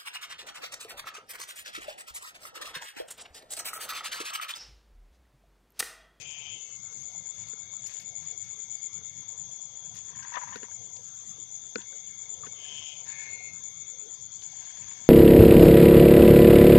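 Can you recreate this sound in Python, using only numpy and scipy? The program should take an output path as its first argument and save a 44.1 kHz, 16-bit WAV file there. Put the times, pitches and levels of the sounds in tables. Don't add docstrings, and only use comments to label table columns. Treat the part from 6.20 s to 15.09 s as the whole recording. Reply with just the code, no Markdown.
import sys
import numpy as np
from scipy import signal
from scipy.fft import rfft, irfft, next_fast_len
from scipy.io import wavfile
from scipy.ndimage import uniform_filter1d

SR = 44100
rng = np.random.default_rng(int(sys.argv[2]) if len(sys.argv) > 2 else 0)


def invert_db(x):
    u = np.asarray(x, float) / 20
    return 10 ** u


def file_out(sig):
    cols = np.atleast_2d(sig).T
    lim = np.clip(cols, -1, 1)
    pcm = np.round(lim * 32767).astype(np.int16)
    wavfile.write(sys.argv[1], SR, pcm)


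N = 392049


def evened(x):
    return x / np.sqrt(np.mean(x ** 2) + 1e-20)


def read(points, hz):
    f, value = np.transpose(points)
    return np.interp(np.log(hz + 1), np.log(f + 1), value)


def add(mix, s, sound):
    part = mix[..., round(s * SR):][..., :sound.shape[-1]]
    part += sound[..., :part.shape[-1]]


def wave(turns):
    return np.sin((2 * np.pi * (turns % 1)).astype(np.float32))


def resonate(x, modes):
    out = 0
    for k, (hz, width, db) in enumerate(modes):
        r = np.exp(-np.pi * width / SR)
        pole = [1, -r * np.exp(2j * np.pi * hz / SR)]
        ring = signal.lfilter([(1 - r) ** 2], np.convolve(pole, pole), x).real
        out = out + (-1) ** k * invert_db(db) * 2 * ring
    return out


def bouts(rows, rest_db, edge=.5, skew=1., column=2):
    t, power = np.arange(N) / SR, np.full(N, invert_db(2 * rest_db))
    for row in rows:
        start, length = row[:2]
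        on = slice(max(round(start * SR), 0), round((start + length) * SR))
        u = np.clip((t[on] - start) / length, 0, 1) ** skew
        swell = np.sin(np.pi / 2 * np.clip(np.minimum(u, 1 - u) / edge, 0, 1)) ** 2
        power[on] += (invert_db(row[column]) * swell) ** 2
    return np.sqrt(power)


def noise(spectrum, patchy_db, size=1024):
    hz = np.fft.rfftfreq(size, 1 / SR)
    a, b, patches = rng.standard_normal((N // (size // 4) + 5, len(hz), 3)).T
    patches = evened(uniform_filter1d(uniform_filter1d(patches, 7, 0), 12, 1))
    z = (a + 1j * b) * invert_db(read(spectrum, hz)[:, None] + patchy_db * patches)
    return signal.istft(z, nperseg=size, noverlap=size * 3 // 4)[1][:N]


def field(x, t60, wet_db):
    t = np.arange(SR // 2) / SR
    taps = rng.choice([-1., 1.], len(t)) * (rng.random(len(t)) < .05)
    taps = taps * invert_db(-60 * t / t60) * (t > .003)
    return x + invert_db(wet_db) * signal.oaconvolve(x, taps / np.linalg.norm(taps))[:N]


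def near_cricket():
    # (time [s], level [dB])
    chirp_rows = [(0.071, -44.5), (0.173, -46.5), (0.296, -43.5), (0.407, -43.5), (0.512, -44.0), (0.619, -42.0),
                  (0.723, -42.0), (0.833, -40.5), (0.948, -40.0), (1.058, -38.5), (1.179, -41.5), (1.286, -41.0),
                  (1.379, -42.5), (1.516, -40.0), (1.62, -38.5), (1.736, -39.0), (1.847, -40.0), (1.95, -39.0),
                  (2.062, -40.0), (2.175, -38.5), (2.289, -40.5), (2.389, -38.5), (2.503, -37.5), (2.618, -36.5),
                  (2.73, -38.5), (2.845, -41.5), (2.956, -43.0), (3.079, -40.0), (3.176, -39.5), (3.312, -42.5),
                  (3.405, -43.0), (3.553, -44.0), (3.645, -43.0), (3.766, -43.5), (3.851, -44.0), (3.957, -43.5),
                  (4.061, -44.0), (4.187, -44.0), (4.292, -46.5), (4.4, -44.0),
                  (4.515, -43.0), (4.622, -44.5), (4.729, -45.0), (4.836, -47.0), (4.948, -44.5), (5.063, -45.0),
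            (5.187, -45.0), (5.312, -44.5), (5.416, -45.0), (5.552, -44.0), (5.669, -43.0), (5.752, -42.0),
            (5.861, -44.5), (5.979, -42.5), (6.091, -39.0), (6.206, -45.0), (6.312, -42.5), (6.433, -44.0),
            (6.543, -44.0), (6.647, -43.5), (6.761, -43.0), (6.878, -40.0), (6.985, -41.5), (7.101, -40.0),
            (7.224, -41.5), (7.329, -41.5), (7.434, -39.0), (7.569, -41.5), (7.668, -42.0), (7.783, -42.0),
            (7.897, -42.5), (8.013, -43.5), (8.117, -42.5), (8.224, -42.5), (8.356, -42.5), (8.452, -43.0),
            (8.568, -43.0), (8.683, -41.0), (8.8, -45.0)]
    stroke_db = [-6.5, -4.1, -4.2, -5, -4.8, -4.5]
    # (time [s], frequency [Hz])
    wing = [(0, 6955), (1.5, 6955), (3, 6960), (4.4, 6980), (5, 7040), (5.6, 6980), (7, 6970), (8.9, 6955)]
    strokes_per_s, chirp_db = 105, 5.4
    out, t = np.zeros(N), np.arange(round(SR / strokes_per_s)) / SR
    shape = np.sin(np.pi * (t * strokes_per_s) ** 0.78) ** 1.15
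    sag_hz = 27000 * (t - t.mean())
    chirps = chirp_rows
    for (s, db), chance in zip(chirps, rng.standard_normal((len(chirps), 6, 3))):
        for k, (off, vary, turn) in enumerate(chance):
            hz = np.interp(s, *np.transpose(wing)) + 55 * off - sag_hz
            tone = np.sin(2 * np.pi * np.cumsum(hz) / SR + 3 * turn)
            tone += 0.022 * evened(resonate(rng.standard_normal(len(t)), [(7570, 810, 0)]))
            level = invert_db(db + chirp_db + stroke_db[k] + 1.9 * vary + 9)
            add(out, s + k / strokes_per_s + .0006 * turn, level * shape * tone)
    return field(out, 0.4, -13)


def brushing():
    # (start [s], length [s], low scrape [dB], swish [dB])
    brush = [(-.03, .1, -75, -53), (1.1, .32, -72, -64), (1.6, .32, -65, -59.5), (1.99, .2, -66, -63),
             (2.2, .16, -72, -65), (2.9, .45, -72, -72), (3.73, .11, -66, -58.5), (3.8, .85, -52, -70),
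             (4.02, .08, -54, -72), (4.12, .09, -43, -62), (4.19, .1, -47.5, -66), (4.33, .09, -52, -64),
             (4.42, .06, -53, -70), (4.25, .12, -51, -72), (5.555, .14, -57, -66), (6.23, .08, -54, -63),
             (6.33, .5, -64, -66), (6.85, .12, -55, -58), (6.9, .35, -67, -63), (8.21, .04, -62, -60),
             (8.2, 1.1, -60, -63)]
    # (frequency [Hz], width [Hz], level [dB])
    hollow = [(982, 198, 9), (1680, 500, 0), (2650, 680, -18.5), (3600, 1280, -27)]
    skew = .7
    clumps_db = 3.26 * evened(uniform_filter1d(rng.standard_normal(N), 150))
    grains = rng.standard_normal(N) * invert_db(clumps_db)
    swish_band = signal.butter(4, [1800, 7400], "bandpass", fs=SR, output="sos")
    swish = signal.sosfilt(swish_band, grains)
    scrape_band = signal.butter(4, 5500, fs=SR, output="sos")
    scrape = signal.sosfilt(scrape_band, np.diff(resonate(grains, hollow), prepend=0))
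    low = bouts(brush, -80, .5, skew) * invert_db(1.5)
    high = bouts(brush, -82, .5, skew, column=3) * invert_db(8)
    return evened(scrape) * low + evened(swish) * high


def slips():
    # (time [s], peak [dB], frequency [Hz], t60 [s])
    jerks = [(3.929, -51, 1070, .05), (3.948, -47, 1800, .05), (4.022, -44, 1600, .07),
             (4.042, -45, 1750, .06), (4.047, -41, 1060, .05), (4.068, -47, 2150, .06),
             (4.1, -46, 1860, .05), (4.118, -41, 965, .08), (4.136, -37, 1900, .06),
             (4.138, -45, 2650, .06), (4.143, -36, 980, .08), (4.153, -32, 1820, .07),
             (4.155, -33, 1080, .05), (4.161, -31, 1420, .04), (4.166, -25, 990, .08),
             (4.172, -36, 1750, .07), (4.18, -38, 960, .05), (4.212, -37, 1000, .1),
             (4.228, -41, 2050, .04), (4.232, -35, 950, .07), (4.271, -39, 960, .08),
             (4.278, -44, 1900, .05), (4.29, -40, 980, .07), (4.321, -38, 1050, .07),
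             (4.33, -48, 2950, .05), (4.34, -42, 1000, .05), (4.325, -43, 1800, .09),
             (4.345, -44, 1900, .05), (4.365, -46, 1850, .08), (4.44, -45, 1900, .06),
             (4.48, -48, 930, .07), (4.511, -47, 1620, .05), (5.578, -42, 1500, .03),
             (6.262, -42, 1500, .04), (8.22, -44, 2230, .02), (8.621, -48, 2650, .03)]
    out, t = np.zeros(N), np.arange(3000) / SR
    for (s, db, hz, t60), puff in zip(jerks, rng.standard_normal((len(jerks), len(t)))):
        grit = evened(resonate(puff, [(hz, 450, -.5), (1.9 * hz, 900, -9)]))
        ring = np.sin(2 * np.pi * hz * t) + .6 * grit
        add(out, s, invert_db(db + 4.5 - 60 * t / t60) * ring * np.minimum(t / .005, 1))
    return out


def knocks():
    # (time [s], peak [dB], thud [Hz], click over the thud [dB])
    hits = [
        (0.824, -59, 182, -4),
        (1.333, -46, 452, -0.5),
        (4.358, -35, 450, 5),
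        (4.43, -39, 430, 4),
        (4.51, -63, 385, -1.5),
        (5.557, -25.5, 463, 2),
        (5.582, -45, 330, -8),
        (6.268, -41, 440, 0.4),
        (8.719, -62, 194, -1.5),
    ]
    out, t = np.zeros((2, N)), np.arange(4000) / SR
    grip = np.minimum(t / .001, 1) * np.exp(-(t / .009) ** 2)
    for (s, db, hz, click_db), puff in zip(hits, rng.standard_normal((len(hits), len(t)))):
        thud = (np.sin(2 * np.pi * hz * t) + .38 * np.sin(2 * np.pi * 290 * t)) * grip
        thud -= 0.28 * np.sin(2 * np.pi * 205 * t) * invert_db(-60 * t / 0.1) * np.minimum(t / 0.009, 1)
        click = evened(resonate(puff, [(1550, 450, 4), (2600, 900, -5), (4400, 1500, -7)]))
        click = click * invert_db(click_db + 1.5 - 60 * t / .018)
        shell = np.sin(2 * np.pi * 1480 * t) * invert_db(click_db - 3.5 - 60 * t / .03)
        muffled = evened(resonate(puff, [(1990, 870, 0)])) * invert_db(click_db - 23.5 - 60 * t / 0.044)
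        add(out[0], s, invert_db(db) * (thud + click + shell))
        add(out[1], s + .0006, invert_db(db) * (thud + .3 * shell + muffled))
    return signal.sosfilt(signal.butter(2, 90, "highpass", fs=SR, output="sos"), out)


def drips():
    # (time [s], peak [dB], frequency [Hz])
    drops = [(0.639, -60.5, 670), (0.948, -55, 730), (2.564, -71, 695), (3.289, -61.5, 653),
             (5.031, -63, 995), (5.727, -57.5, 1540), (6.234, -42, 1200), (6.245, -49, 1100),
             (6.45, -55, 1710), (6.618, -56.5, 1050), (8.331, -57, 796)]
    out, t = np.zeros(N), np.arange(1500) / SR
    for s, db, hz in drops:
        ring = np.sin(2 * np.pi * hz * t) * np.minimum(t / 0.0014, 1)
        add(out, s, invert_db(db + 10.5 - 60 * t / 0.045) * ring)
    return out


def snapping_blades():
    # (time [s], peak [dB], frequency [Hz], crisp top [dB])
    snaps = [(0.0094, -53, 5590, -65), (0.108, -48, 5220, -70), (0.8, -49, 5490, -68),
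             (0.917, -50, 5270, -69), (1.271, -54, 4060, -72), (1.2825, -48, 4060, -67),
             (1.5684, -62, 3650, -76), (1.659, -50, 5600, -69.5), (1.667, -40, 5460, -60),
             (1.68, -50, 5000, -64), (1.7094, -53, 5130, -70), (1.7315, -52, 5470, -66),
             (1.7694, -54, 5350, -69), (1.7994, -44, 4900, -62), (1.8174, -44, 4940, -64),
             (2.0213, -61, 3600, -73.5), (2.0594, -49, 4730, -74.5), (2.128, -51, 4530, -77),
             (2.2458, -57, 5290, -69), (2.731, -49, 4670, -69.5), (3.7454, -49, 5000, -63),
             (3.766, -49, 5000, -70), (4.0302, -46, 5480, -74.5), (4.357, -52, 5500, -66),
             (4.7666, -43, 5260, -96), (4.847, -70, 5200, -78), (5.6176, -45, 3630, -95),
             (6.9544, -57, 4420, -68), (7.1365, -59, 4180, -70), (8.2192, -44, 4200, -70),
             (8.275, -62, 5140, -71), (8.329, -52, 5100, -75.5), (8.359, -56, 3620, -83)]
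    out, t = np.zeros(N), np.arange(1500) / SR
    for (s, db, hz, top_db), puff in zip(snaps, rng.standard_normal((len(snaps), len(t)))):
        crack = evened(resonate(puff, [(hz, 1900, -.5), (2500, 1200, -16)]))
        crisp = evened(resonate(puff, [(9000, 1800, -.5), (12000, 2500, -7), (14800, 1500, -7)]))
        add(out, s, invert_db(db + 3.5 - 60 * t / .025) * crack)
        crackle = invert_db(top_db + 5) * np.exp(-((t - .015) / .009) ** 2) * crisp
        add(out, max(s - .009, 0), crackle)
    return out


def frogs():
    # (start [s], length [s], effort [dB], attack [s], release [s])
    calls = [
        (-.05, .49, -47.5, .14, .09),
        (-.1, .49, -51.5, .03, .07),
        (6.33, .425, -45, .13, .025),
        (6.875, .445, -48.5, .04, .02),
        (6.84, .29, -55.5, .03, .04),
        (.36, .23, -61, .04, .06),
        (6.97, .35, -61, .14, .02),
        (7.29, .12, -58, .02, .05),
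        (6.72, .17, -54, .02, .13),
    ]
    # (frequency [Hz], width [Hz], level [dB])
    sacs = [
        [(3110, 320, 0), (2650, 200, -14), (5200, 600, -20)],
        [(2480, 300, 0), (4950, 600, -20)],
        [(3140, 310, 0), (2480, 400, -14), (5250, 650, -18)],
        [(2165, 110, 0), (2450, 330, -14), (4200, 220, -21)],
        [(1760, 160, 0), (880, 150, -10)],
        [(3020, 220, 0), (2660, 60, -3)],
        [(4200, 200, 0), (2560, 200, -3)],
        [(2157, 70, 0), (2500, 200, -10)],
        [(3150, 350, 0), (2450, 300, -6)],
    ]
    # (first rate [Hz], settled rate [Hz], settling [s])
    pulses = [(134, 148.7, .19), (140, 157, .24), (136, 148.2, .13), (123.8, 120.2, .2), (42, 46, .12),
              (148.2, 147.8, .1), (121.8, 120.2, .1), (119.9, 119.9, .1), (147, 147, .1)]
    rough = [(.008, .65), (.008, .6), (.005, .6), (.003, .35), (.5, 2.2), (.004, .6), (.004, .4),
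             (.004, .3), (.01, .8)]
    sag_hz_per_s, flutter_db = 2, 1.8
    out = np.zeros(N)
    for call, sac, (first, settled, settle_s), (jitter, breath) in zip(calls, sacs, pulses, rough):
        s, length, effort_db, attack, release = call
        t = np.arange(max(-s, 0), length, 1 / SR)
        rate = first + (settled - first) * np.minimum(t / settle_s, 1)
        rate -= sag_hz_per_s * np.maximum(t - settle_s, 0)
        rate *= 1 + jitter * evened(uniform_filter1d(rng.standard_normal(len(t)), 300))
        harmonics = np.arange(1000 // rate[0], 6500 // rate[0])
        phase = 2 * np.pi * np.cumsum(rate) / SR
        train = sum(np.cos(k * phase) for k in harmonics)
        breathy = breath * rng.standard_normal(len(t))
        swell = np.clip(np.minimum(t / attack, (length - t) / release), 0, 1) ** 1.5
        swell *= invert_db(flutter_db * evened(uniform_filter1d(rng.standard_normal(len(t)), size=700)))
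        voice = evened(resonate(evened(train) + breathy, sac))
        add(out, max(s, 0), invert_db(effort_db + 4.0) * voice * swell)
    return field(out, .4, -9)


def singers(hz, spread, strokes_per_s, bouts_per_s, duty, count):
    slow, out = np.arange(0, N, 32) / SR, np.zeros(N)
    sway = wave(.21 * slow + rng.random())
    for a, (b, c, d, e) in zip(np.linspace(-1, 1, count), rng.standard_normal((count, 4))):
        drift = evened(uniform_filter1d(rng.standard_normal(len(slow)), size=14))
        wander = wave(.4 * (1 + .3 * b) * slow + d)
        pitch = hz + spread * (a + .7 * wander + .35 * sway + 1.2 * drift)
        tone = wave(np.cumsum(np.repeat(pitch, 32)[:N]) / SR)
        strokes = wave((strokes_per_s * (1 + .08 * b) * slow + c) / 2) ** 2
        bout = np.clip(4 * (wave(bouts_per_s * (1 + .12 * d) * slow + e) + duty), 0, 1)
        out += tone * uniform_filter1d(np.repeat(strokes * bout, 32)[:N], size=32)
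    return evened(out)


def far_chorus():
    # (wing tone [Hz], spread [Hz], level [dB])
    kinds = [(6100, 90, -8), (6260, 90, 8.5), (6550, 110, 9.5), (6740, 120, 11), (6990, 160, 6)]
    # (start [s], length [s], level [dB])
    swells = [
        (1.5, 1.7, -57),
        (3.95, .5, -55),
        (4.68, .12, -52),
        (5.28, .15, -54),
        (5.96, .11, -48),
        (6.78, .13, -52),
        (7.65, .16, -52),
        (8.32, .4, -55),
    ]
    far = sum(invert_db(db) * singers(hz, spread, 100, 8.5, .45, count=6) for hz, spread, db in kinds)
    path_phase = 2 * np.pi * .6 * np.arange(N) / SR
    one_path = field(far * np.cos(path_phase), .15, 0) * np.cos(path_phase)
    other_path = field(far * np.sin(path_phase), .15, 0) * np.sin(path_phase)
    return evened(one_path + other_path) * bouts(swells, -50) * invert_db(7.5)


def trillers():
    # (tone [Hz], spread [Hz], pulse rate [1/s], resting level [dB])
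    groups = [(2170, 40, 45, -73), (3455, 70, 95, -65), (4800, 260, 90, -70.5), (800, 120, 22, -77),
              (8250, 260, 120, -95)]
    # (start [s], length [s], level [dB])
    group_bouts = [
        [(-.3, 3.7, -63.5), (3.9, .8, -66), (5.6, .55, -62), (6.15, 1.25, -64), (7.4, .45, -63),
         (8.15, 1.1, -66)],
        [(-.3, .85, -61), (.6, 3.75, -62), (4.75, 2.6, -61), (7.2, 2.1, -61)],
        [(-.3, 2.9, -69), (6.3, .9, -70), (8.0, 1.2, -67)],
        [(0, .35, -68), (.55, 1.8, -70.5), (3.0, .9, -69), (4.1, .8, -70), (5.95, 1.5, -66), (8.25, .9, -68)],
        [(-.2, .75, -81), (6.05, 1.2, -82), (7.25, 1.2, -81)],
    ]
    out = np.zeros(N)
    for (hz, spread, rate, rest_db), rows in zip(groups, group_bouts):
        group = evened(field(singers(hz, spread, rate, 3.5, 1.1, count=4), 0.09, 4.9))
        out += group * bouts(rows, rest_db, edge=.15) * invert_db(4.5)
    return out


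def gusts():
    # (middle [s], level [dB])
    puffs = [(.03, -61), (.32, -60), (.6, -60), (.83, -57), (.97, -57), (1.22, -58), (1.45, -62),
             (1.64, -59), (1.88, -60), (2.02, -59), (2.27, -58), (2.52, -62), (2.78, -59), (2.98, -57),
             (3.25, -57), (3.71, -58), (3.96, -58), (4.3, -58), (4.62, -59), (5.1, -61), (5.92, -61),
             (6.23, -56), (6.58, -57), (6.92, -59), (7.15, -60), (7.35, -60), (7.6, -61), (8.05, -62),
             (8.64, -57), (8.84, -59)]
    # (frequency [Hz], level [dB])
    low_hum = [(25, -42.5), (50, -19), (110, 2.5), (200, -6), (300, -18.5), (600, -32.5), (1500, -110)]
    puff_s = .24
    level = bouts([(s - puff_s / 2, puff_s, db) for s, db in puffs], -66)
    hum = evened(noise(low_hum, 2.5, size=2048)) * level * invert_db(3.5)
    rub = evened(noise(low_hum, 4.9, size=2048)) * level * invert_db(-4.5)
    return hum, rub


def night_wash():
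    # (frequency [Hz], level [dB a bin])
    wash = [(40, -69), (300, -61), (480, -53), (580, -63.5), (750, -59.5), (1200, -61.5), (2700, -68.5),
            (4000, -67), (5500, -63), (7600, -61), (8300, -79), (9200, -83), (16000, -99)]
    return noise(wash, 4.8) / 8


def through_ports(air):
    # (frequency [Hz], gain [dB])
    dip = [(3600, -0.14), (4050, -3), (4500, 0.23)]
    # (frequency [Hz], gain [dB])
    cover = [(60, -11.5), (250, -16.5), (560, -13.5), (1000, -24.5), (2200, -38.5), (3200, -31),
             (4000, -50), (6700, -45), (6980, -38.5), (7300, -52.5), (12000, -53)]
    # (frequency [Hz], level [dB a bin])
    hiss = [(40, -91.5), (200, -76), (500, -74), (1500, -78.5), (5000, -79.5), (7100, -92.5), (8000, -104),
            (9500, -89.5), (13500, -91), (15000, -83), (16000, -95)]
    late_s = 65 / SR
    size = next_fast_len(N)
    hz = np.fft.rfftfreq(size, 1 / SR)
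    spectrum = rfft(air, size)
    delay = np.exp(-2j * np.pi * hz * late_s)
    covered = irfft(spectrum * invert_db(read(cover, hz)) * delay, size)[:N]
    left = irfft(spectrum * invert_db(read(dip, hz)), size)[:N]
    return np.array([left, covered + noise(hiss, 1.3) / 8])


def drop_weak(x, floor_db, above_hz):
    hz, t, z = signal.stft(x, SR, nperseg=1024)
    power = uniform_filter1d(uniform_filter1d(abs(z) ** 2, size=9, axis=0), size=2, axis=1)
    band_db = 10 * np.log10(power + 1e-20)
    keep = (band_db > floor_db) | (hz[:, None] < above_hz)
    return signal.istft(z * keep, SR, nperseg=1024)[1][:N]


def scene():
    hum, rub = gusts()
    air = near_cricket() + brushing() + slips() + drips() + snapping_blades()
    air += frogs() + far_chorus() + trillers() + hum + night_wash()
    ports = through_ports(air)
    ports[1] += rub
    return ports + knocks()


def top_cut(x):
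    return signal.sosfilt(signal.butter(12, 15500, fs=SR, output="sos"), x)


def record(dry):
    # (frequency [Hz], level [dB a bin])
    top_hiss = [(13200, -130), (14200, -100), (15200, -83), (16000, -99)]
    left = drop_weak(dry[0], -92, 7400) + noise(top_hiss, 2.5) / 8
    right = drop_weak(dry[1], -119, 7200)
    return top_cut(np.array([left, right]))


dry = scene()
out = record(dry)
file_out(out)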